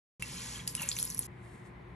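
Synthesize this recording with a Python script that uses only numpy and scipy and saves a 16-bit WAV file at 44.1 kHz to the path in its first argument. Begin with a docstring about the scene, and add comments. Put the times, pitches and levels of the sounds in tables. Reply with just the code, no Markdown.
"""A wet cloth fizzes as it is wrung out and air and water are pressed through its weave.
Water gurgles off the hands and spatters on a ceramic basin: impacts ring, trapped bubbles
resonate and the bowl drums softly, over a low ventilation hum. After a cut, the cloth
wipes over skin with a faint friction noise in a humming, tiled room."""
import sys
import numpy as np
from scipy import signal
from scipy.fft import rfft, irfft
from scipy.io import wavfile

SR = 44100
rng = np.random.default_rng(int(sys.argv[2]) if len(sys.argv) > 2 else 0)


def bounce(signal):
    """Save signal as a 16-bit WAV file at the path given by the first command-line argument."""
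    frames = np.transpose(np.atleast_2d(signal))
    limited = np.clip(frames, -1, 1)
    pcm = np.round(limited * 32767).astype(np.int16)
    wavfile.write(sys.argv[1], SR, pcm)


N = 85995
START_S, CUT_S = 0.1959, 1.27  # the wringing begins; the wiping takes over
DROP_RISE_S, BUBBLE_RISE_S = 0.00013, 0.0034


def fizz():
    """Superposition: air and water pressed through the weave make tiny rings that merge into a hiss."""
    # squeezing of the cloth (time [s], level [dB])
    envelope = [(.19, -58.5), (.27, -47.5), (.3, -48), (.35, -45.5), (.45, -45), (.52, -45.5), (.58, -47.5),
                (.62, -56), (.66, -58.5), (.75, -72)]
    # tone of the weave (frequency [Hz], gain [dB])
    spectrum = [(1000, -28.5), (2500, -9.5), (4000, -3.5), (5000, -0.5), (6500, 0.5), (8200, 0), (9400, -3),
                (10700, 1), (12000, -13), (13500, -43.5)]
    pops = grains(per_s=9000, spread_db=3.5, cycles=23, low_hz=2380, high_hz=13120)
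    return evened(colour(pops, spectrum)) * level(envelope)


def gurgle():
    """Damped oscillation: sparser, lower rings overlap as the water runs."""
    # running water (time [s], level [dB])
    envelope = [(.19, -62.5), (.33, -52), (.5, -52.5), (.605, -51.5), (.64, -62), (.75, -59), (.79, -50),
                (.825, -47.5), (.87, -50), (.91, -56.5), (1, -59.5), (1.1, -62), (1.27, -67.5)]
    # tone of the flow (frequency [Hz], gain [dB])
    spectrum = [(300, -13), (600, -10.5), (1000, -5.5), (1400, -5), (1900, 0.5), (2700, -1), (3400, -1),
                (4500, -9), (7000, -29.5)]
    rings = grains(per_s=2500, spread_db=2.5, cycles=16, low_hz=500, high_hz=4500)
    return evened(colour(rings, spectrum)) * level(envelope)


def drops():
    """Impact excitation: each drop slaps the ceramic with a broadband burst and rings briefly."""
    # impacts (time [s], pitch [Hz], ring level [dB], ring t60 [s], slap level [dB])
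    impacts = [(0.2234, 2680, -29, 0.037, -21.5), (0.2235, 2200, -27, 0.0076, -27),
               (.6705, 10600, -38, 0.0053, -34.5), (0.6766, 5360, -22.5, 0.0021, -22.5),
               (.6775, 7840, -21, 0.0024, -19.5), (.7512, 2600, -33.5, 0.0088, -20),
               (.7520, 8000, -21.5, 0.0031, -21), (0.767, 6400, -41, 0.0024, -29.5),
               (0.8192, 11100, -26, 0.0037, -28.5), (0.823, 6400, -33, 0.0057, -32),
               (.8762, 2370, -37.5, 0.01, -35.5), (0.889, 7340, -12, 0.0022, -22.5),
               (0.9154, 4300, -21, 0.0036, -35.5), (.9162, 3400, -28.5, .005, -40),
               (0.927, 5040, -30.5, 0.0116, -49), (0.9654, 6130, -28.5, .006, -40),
               (0.9675, 2550, -32.5, .007, -26), (.988, 3800, -26.5, 0.0033, -21.5),
               (.9965, 5200, -31, 0.0073, -29.5), (1.0002, 10660, -24, .005, -21),
               (1.0095, 6300, -34.5, .005, -33.5), (1.028, 9830, -16.5, .004, -20.5),
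               (1.0395, 5440, -35.5, 0.0045, -33.5), (1.052, 10740, -30, 0.0069, -29.5),
               (1.053, 7100, -40, .004, -29.5), (1.102, 10650, -27.5, .004, -24.5),
               (1.0755, 5300, -34.5, .005, -36), (1.1085, 5840, -32, 0.0026, -34),
               (1.122, 4600, -36.5, .005, -38), (1.173, 5800, -35.5, .005, -37.5),
               (1.1469, 10370, -27, .004, -29), (1.1795, 10990, -28.5, .004, -27),
               (1.1919, 10490, -12, 0.0028, -24.5), (1.2252, 6480, -37.5, .005, -33.5),
               (1.2324, 3270, -42.5, 0.0053, -37)]
    # tone of a slap (frequency [Hz], gain [dB])
    spectrum = [(300, -31.5), (1000, -23), (2500, -18.5), (5000, -9), (8000, -3.5), (9400, 0.5), (10600, 5),
                (12000, -9.5), (13500, -31)]
    out = np.zeros(N)
    t = np.arange(512) / SR
    for s, hz, db, t60, slap_db in impacts:
        burst = rng.standard_normal(len(t)) * np.exp(-t / 0.00047)
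        slap = colour(burst, spectrum)
        add(out, s, bowl(amp(slap_db) * slap / abs(slap).max()))
        add(out, s, bowl(ring(hz, db, t60, DROP_RISE_S)))
    return out


def spray():
    """Shot noise: fine droplets strike the ceramic at random instants."""
    # spattering (time [s], level [dB])
    envelope = [(.66, -71), (.69, -43), (.74, -54.5), (.78, -45.5), (.83, -41), (.87, -46.5), (.9, -45.5),
                (.95, -46), (1, -38.5), (1.08, -46), (1.12, -48), (1.165, -51.5), (1.23, -48), (1.27, -49)]
    # tone of the droplets (frequency [Hz], gain [dB])
    spectrum = [(1500, -28.5), (3000, -18.5), (4500, -8.5), (6500, -7), (8200, -3.5), (9400, -4),
                (10700, 3.5), (12000, -7.5), (13500, -33)]
    droplets = grains(per_s=2200, spread_db=4.0, cycles=13, low_hz=2500, high_hz=12820)
    return evened(colour(droplets, spectrum)) * level(envelope)


def bubbles():
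    """Bubble resonance: trapped air is a spring against the mass of the water around it."""
    # trapped air bubbles (time [s], pitch [Hz], level [dB], t60 [s])
    resonances = [(.556, 3200, -41.5, .03), (.598, 3260, -43.5, .035), (.776, 2870, -39.5, .03),
                  (.795, 2760, -35.5, 0.02), (.811, 990, -46.5, 0.033), (.815, 842, -46.5, .025),
                  (.835, 550, -50, .03), (0.83, 2670, -33.5, .018)]
    out = np.zeros(N)
    for s, hz, db, t60 in resonances:
        add(out, s, ring(hz, db, t60, BUBBLE_RISE_S))
    return out


def drumming():
    """Forced vibration: the bowl booms softly as water lands in it."""
    # swells of the boom (time [s], level [dB])
    envelope = [(.2, -55.5), (.27, -55), (.33, -45), (.42, -62), (.52, -57), (.6, -55), (.68, -61),
                (.8, -52), (.93, -64), (1, -46), (1.09, -56.5), (1.18, -42), (1.24, -58.5)]
    # low response of the bowl (frequency [Hz], gain [dB])
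    spectrum = [(50, -32), (90, -13.5), (120, 1.5), (175, 1.5), (250, -13.5), (400, -29.5), (1000, -63)]
    return evened(colour(rng.standard_normal(N), spectrum, size=8192)) * level(envelope)


def wipe():
    """Friction noise: damp fibres rub over skin, and the tiles reflect the sound."""
    # wiping strokes (time [s], level [dB])
    envelope = [(1.33, -86), (1.41, -77.5), (1.445, -69.5), (1.55, -68.5), (1.63, -75), (1.665, -68),
                (1.71, -84.5), (1.76, -93)]
    # tone of cloth on skin (frequency [Hz], gain [dB])
    spectrum = [(1500, -13.5), (3500, -2), (6000, -6), (8500, 0.5), (10700, 0), (12000, -12.5),
                (13500, -35)]
    # lead of left over right (frequency [Hz], phase [rad])
    lead = [(0, 1), (3000, 1.2), (7000, 1), (8500, 0.7), (10200, -4), (11500, -5.5), (14000, -6.3)]
    fibres = grains(per_s=12000, spread_db=3, cycles=6, low_hz=2000, high_hz=12500, count=24)
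    rub = evened(colour(fibres, spectrum)) * level(envelope)
    tiles = np.array([signal.fftconvolve(rub, tail(t60=0.0943, delay_s=0.002))[:N] for _ in range(2)])
    return 0.96 * stereo(rub, lead) + 0.38 * tiles


def bowl(x):
    """Early reflection: the ceramic throws a sound straight back, differently for each spot."""
    response = amp(-5) * tail(t60=0.02, delay_s=0.0008)[:2048]
    response[0] = 1  # direct path
    return signal.oaconvolve(x, response)


def bathroom(x, coherence=0.55):
    """Reverberation: the direct sound is followed by wall reflections, partly alike on both sides."""
    # lead of left over right (frequency [Hz], phase [rad])
    lead = [(0, 0.5), (1900, -1.15), (2700, 1), (3900, 1.3), (4650, 2), (5250, 5.5), (5900, 6.5),
            (9100, 9.5), (11800, 12), (13600, 13)]
    # reflections against the direct sound (frequency [Hz], gain [dB])
    wall_gain = [(500, -1), (2500, -8), (5000, -6.5), (7500, -7), (10500, -13.5), (13000, -14.5)]
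    shared, left, right = (signal.fftconvolve(x, tail(t60=0.17, delay_s=0.0033))[:N] for _ in range(3))
    walls = np.sqrt(coherence) * stereo(shared, lead) + np.sqrt(1 - coherence) * np.array([left, right])
    return stereo(x, lead) + np.array([colour(side, wall_gain) for side in walls])


def ventilation(room, waver_rad=0.64):
    """Partly coherent noise and a phase-modulated hum; room 0 has the basin, room 1 the wiping."""
    # air noise at the basin (frequency [Hz], spectral density [dB])
    basin_air = [(20, -99), (40, -86.5), (58, -75), (85, -78), (125, -76.5), (180, -76.5), (300, -83.5),
                 (480, -85.5), (700, -94), (1000, -86.5), (1400, -94.5), (2000, -89.5), (2800, -99),
                 (6000, -112), (13000, -128)]
    # air noise in the tiled room (frequency [Hz], spectral density [dB])
    tiled_air = [(20, -102), (40, -88), (58, -76), (120, -74), (200, -78), (300, -86.5), (370, -79),
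                 (480, -90.5), (750, -88), (1000, -87.5), (1400, -94), (2100, -89.5), (2700, -102),
                 (3800, -108), (5000, -118), (7500, -124), (10700, -119), (12000, -126), (13500, -144)]
    # left-right likeness of the air (frequency [Hz], correlation [-1 to 1])
    correlation = [(130, 1), (280, 0.72), (600, -0.039), (1300, .1), (3000, .3), (7000, 0.44), (10000, -.7),
                   (12000, .3)]
    # hum partials (frequency [Hz], level in room 0 [dB], level in room 1 [dB])
    partials = [(58.14, -60, -62.5), (119.9, -54.5, -56), (180, -61, -63), (240, -63.5, -75),
                (354.6, -72, -63), (478, -72.5, -74), (1031, -67.5, -74)]
    hz, t = np.fft.rfftfreq(N, 1 / SR), np.arange(N) / SR
    left, independent = rfft(rng.standard_normal((2, N)))
    alike = read(correlation, hz)
    right = alike * left + np.sqrt(1 - alike ** 2) * independent
    density = amp(read((basin_air, tiled_air)[room], hz))
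    out = irfft(np.array([left, right]) * density, N) * np.sqrt(SR / 2)
    for hum_hz, *room_db in partials:
        drift = evened(irfft(rfft(rng.standard_normal(N)) * (hz < 6), N))
        phase = 2 * np.pi * (hum_hz * t + rng.random()) + waver_rad * drift
        out += np.sqrt(2) * amp(room_db[room]) * np.sin(phase)
    return out


def grains(per_s, spread_db, cycles, low_hz, high_hz, count=48):
    """Random impulses of uneven size excite a bank of rings, each falling 60 dB over `cycles` periods."""
    out = np.zeros(N)
    for hz in np.linspace(low_hz, high_hz, count):
        hits = rng.random(N) < per_s / count / SR
        sizes = amp(spread_db * np.minimum(rng.exponential(1, N), 3))
        grain = bowl(ring(hz, 0, cycles / hz, DROP_RISE_S))
        out += evened(signal.oaconvolve(hits * sizes, grain)[:N])
    return evened(out)


def ring(hz, db, t60, rise_s):
    """Damped oscillator whose pitch creeps up, like a bubble nearing the surface."""
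    t = np.arange(0, t60 + 4 * rise_s, 1 / SR)
    shape = (1 - np.exp(-t / rise_s)) * np.exp(-np.log(1000) * t / t60)
    return amp(db) * shape / shape.max() * np.sin(2 * np.pi * hz * t * (1 + 0.6 * t))


def tail(t60, delay_s):
    """Diffuse decay: dense random reflections die away exponentially, with unit total energy."""
    t = np.arange(round((1.5 * t60 + delay_s) * SR)) / SR
    signs = rng.choice([-1., 1.], len(t))
    arrivals = (rng.random(len(t)) < 0.25) * (t > delay_s)
    taps = signs * arrivals * np.exp(-np.log(1000) * t / t60)
    return taps / (np.linalg.norm(taps) + 1e-12)


def stereo(x, lead):
    """Phase difference: each frequency reaches left and right with its own shift."""
    phase = np.interp(np.fft.rfftfreq(2 * N, 1 / SR), *np.transpose(lead))
    return irfft(rfft(x, 2 * N) * np.exp(0.5j * np.array([phase, -phase])))[:, :N]


def colour(x, spectrum, size=2048):
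    """Minimum-phase filtering: a causal response with the given spectrum."""
    hz = abs(np.fft.fftfreq(size, 1 / SR))
    log_gain = np.log(amp(read(spectrum, hz)))
    response = np.exp(np.conj(signal.hilbert(log_gain)))
    taps = np.fft.ifft(response).real[:size // 2]
    return signal.fftconvolve(x, taps)[:len(x)]


def level(points):
    """Amplitude envelope from a decibel curve."""
    return amp(np.interp(np.arange(N) / SR, *np.transpose(points)))


def read(points, hz):
    """Interpolation on a log-frequency axis."""
    knots_hz, values = np.transpose(points)
    return np.interp(np.log(hz + 1), np.log(knots_hz + 1), values)


def amp(db):
    """Decibels to amplitude ratio."""
    return 10 ** (np.asarray(db) / 20)


def evened(x):
    """Normalisation to unit rms."""
    return x / np.sqrt(np.mean(x ** 2) + 1e-20)


def add(mix, s, sound):
    """Superposition of a sound on the mix, starting at s seconds."""
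    part = mix[round(s * SR):][:len(sound)]
    part += sound[:len(part)]


def scene():
    """Sources sum in each room: the wringing, then a hard cut to the wiping."""
    t = np.arange(N) / SR
    before_cut = np.clip((t - START_S) / 0.0017, 0, 1) * np.clip((CUT_S - t) / 0.0023, 0, 1)
    after_cut = np.clip((t - CUT_S) / 0.01, 0, 1)
    water = drops() + bubbles() + fizz() + gurgle() + spray()
    wringing = bathroom(water) + drumming() + ventilation(room=0)
    wiping = (wipe() + ventilation(room=1)) * amp([[1], [-1]])  # leans left
    return before_cut * wringing + after_cut * wiping


def record(dry):
    """Band limiting: a low-pass filter removes the treble above 14 kHz."""
    lowpass = signal.firwin(255, 14000, window=("kaiser", 8), fs=SR)
    return signal.oaconvolve(dry, lowpass[None], "same")


dry = scene()
out = record(dry)
bounce(out)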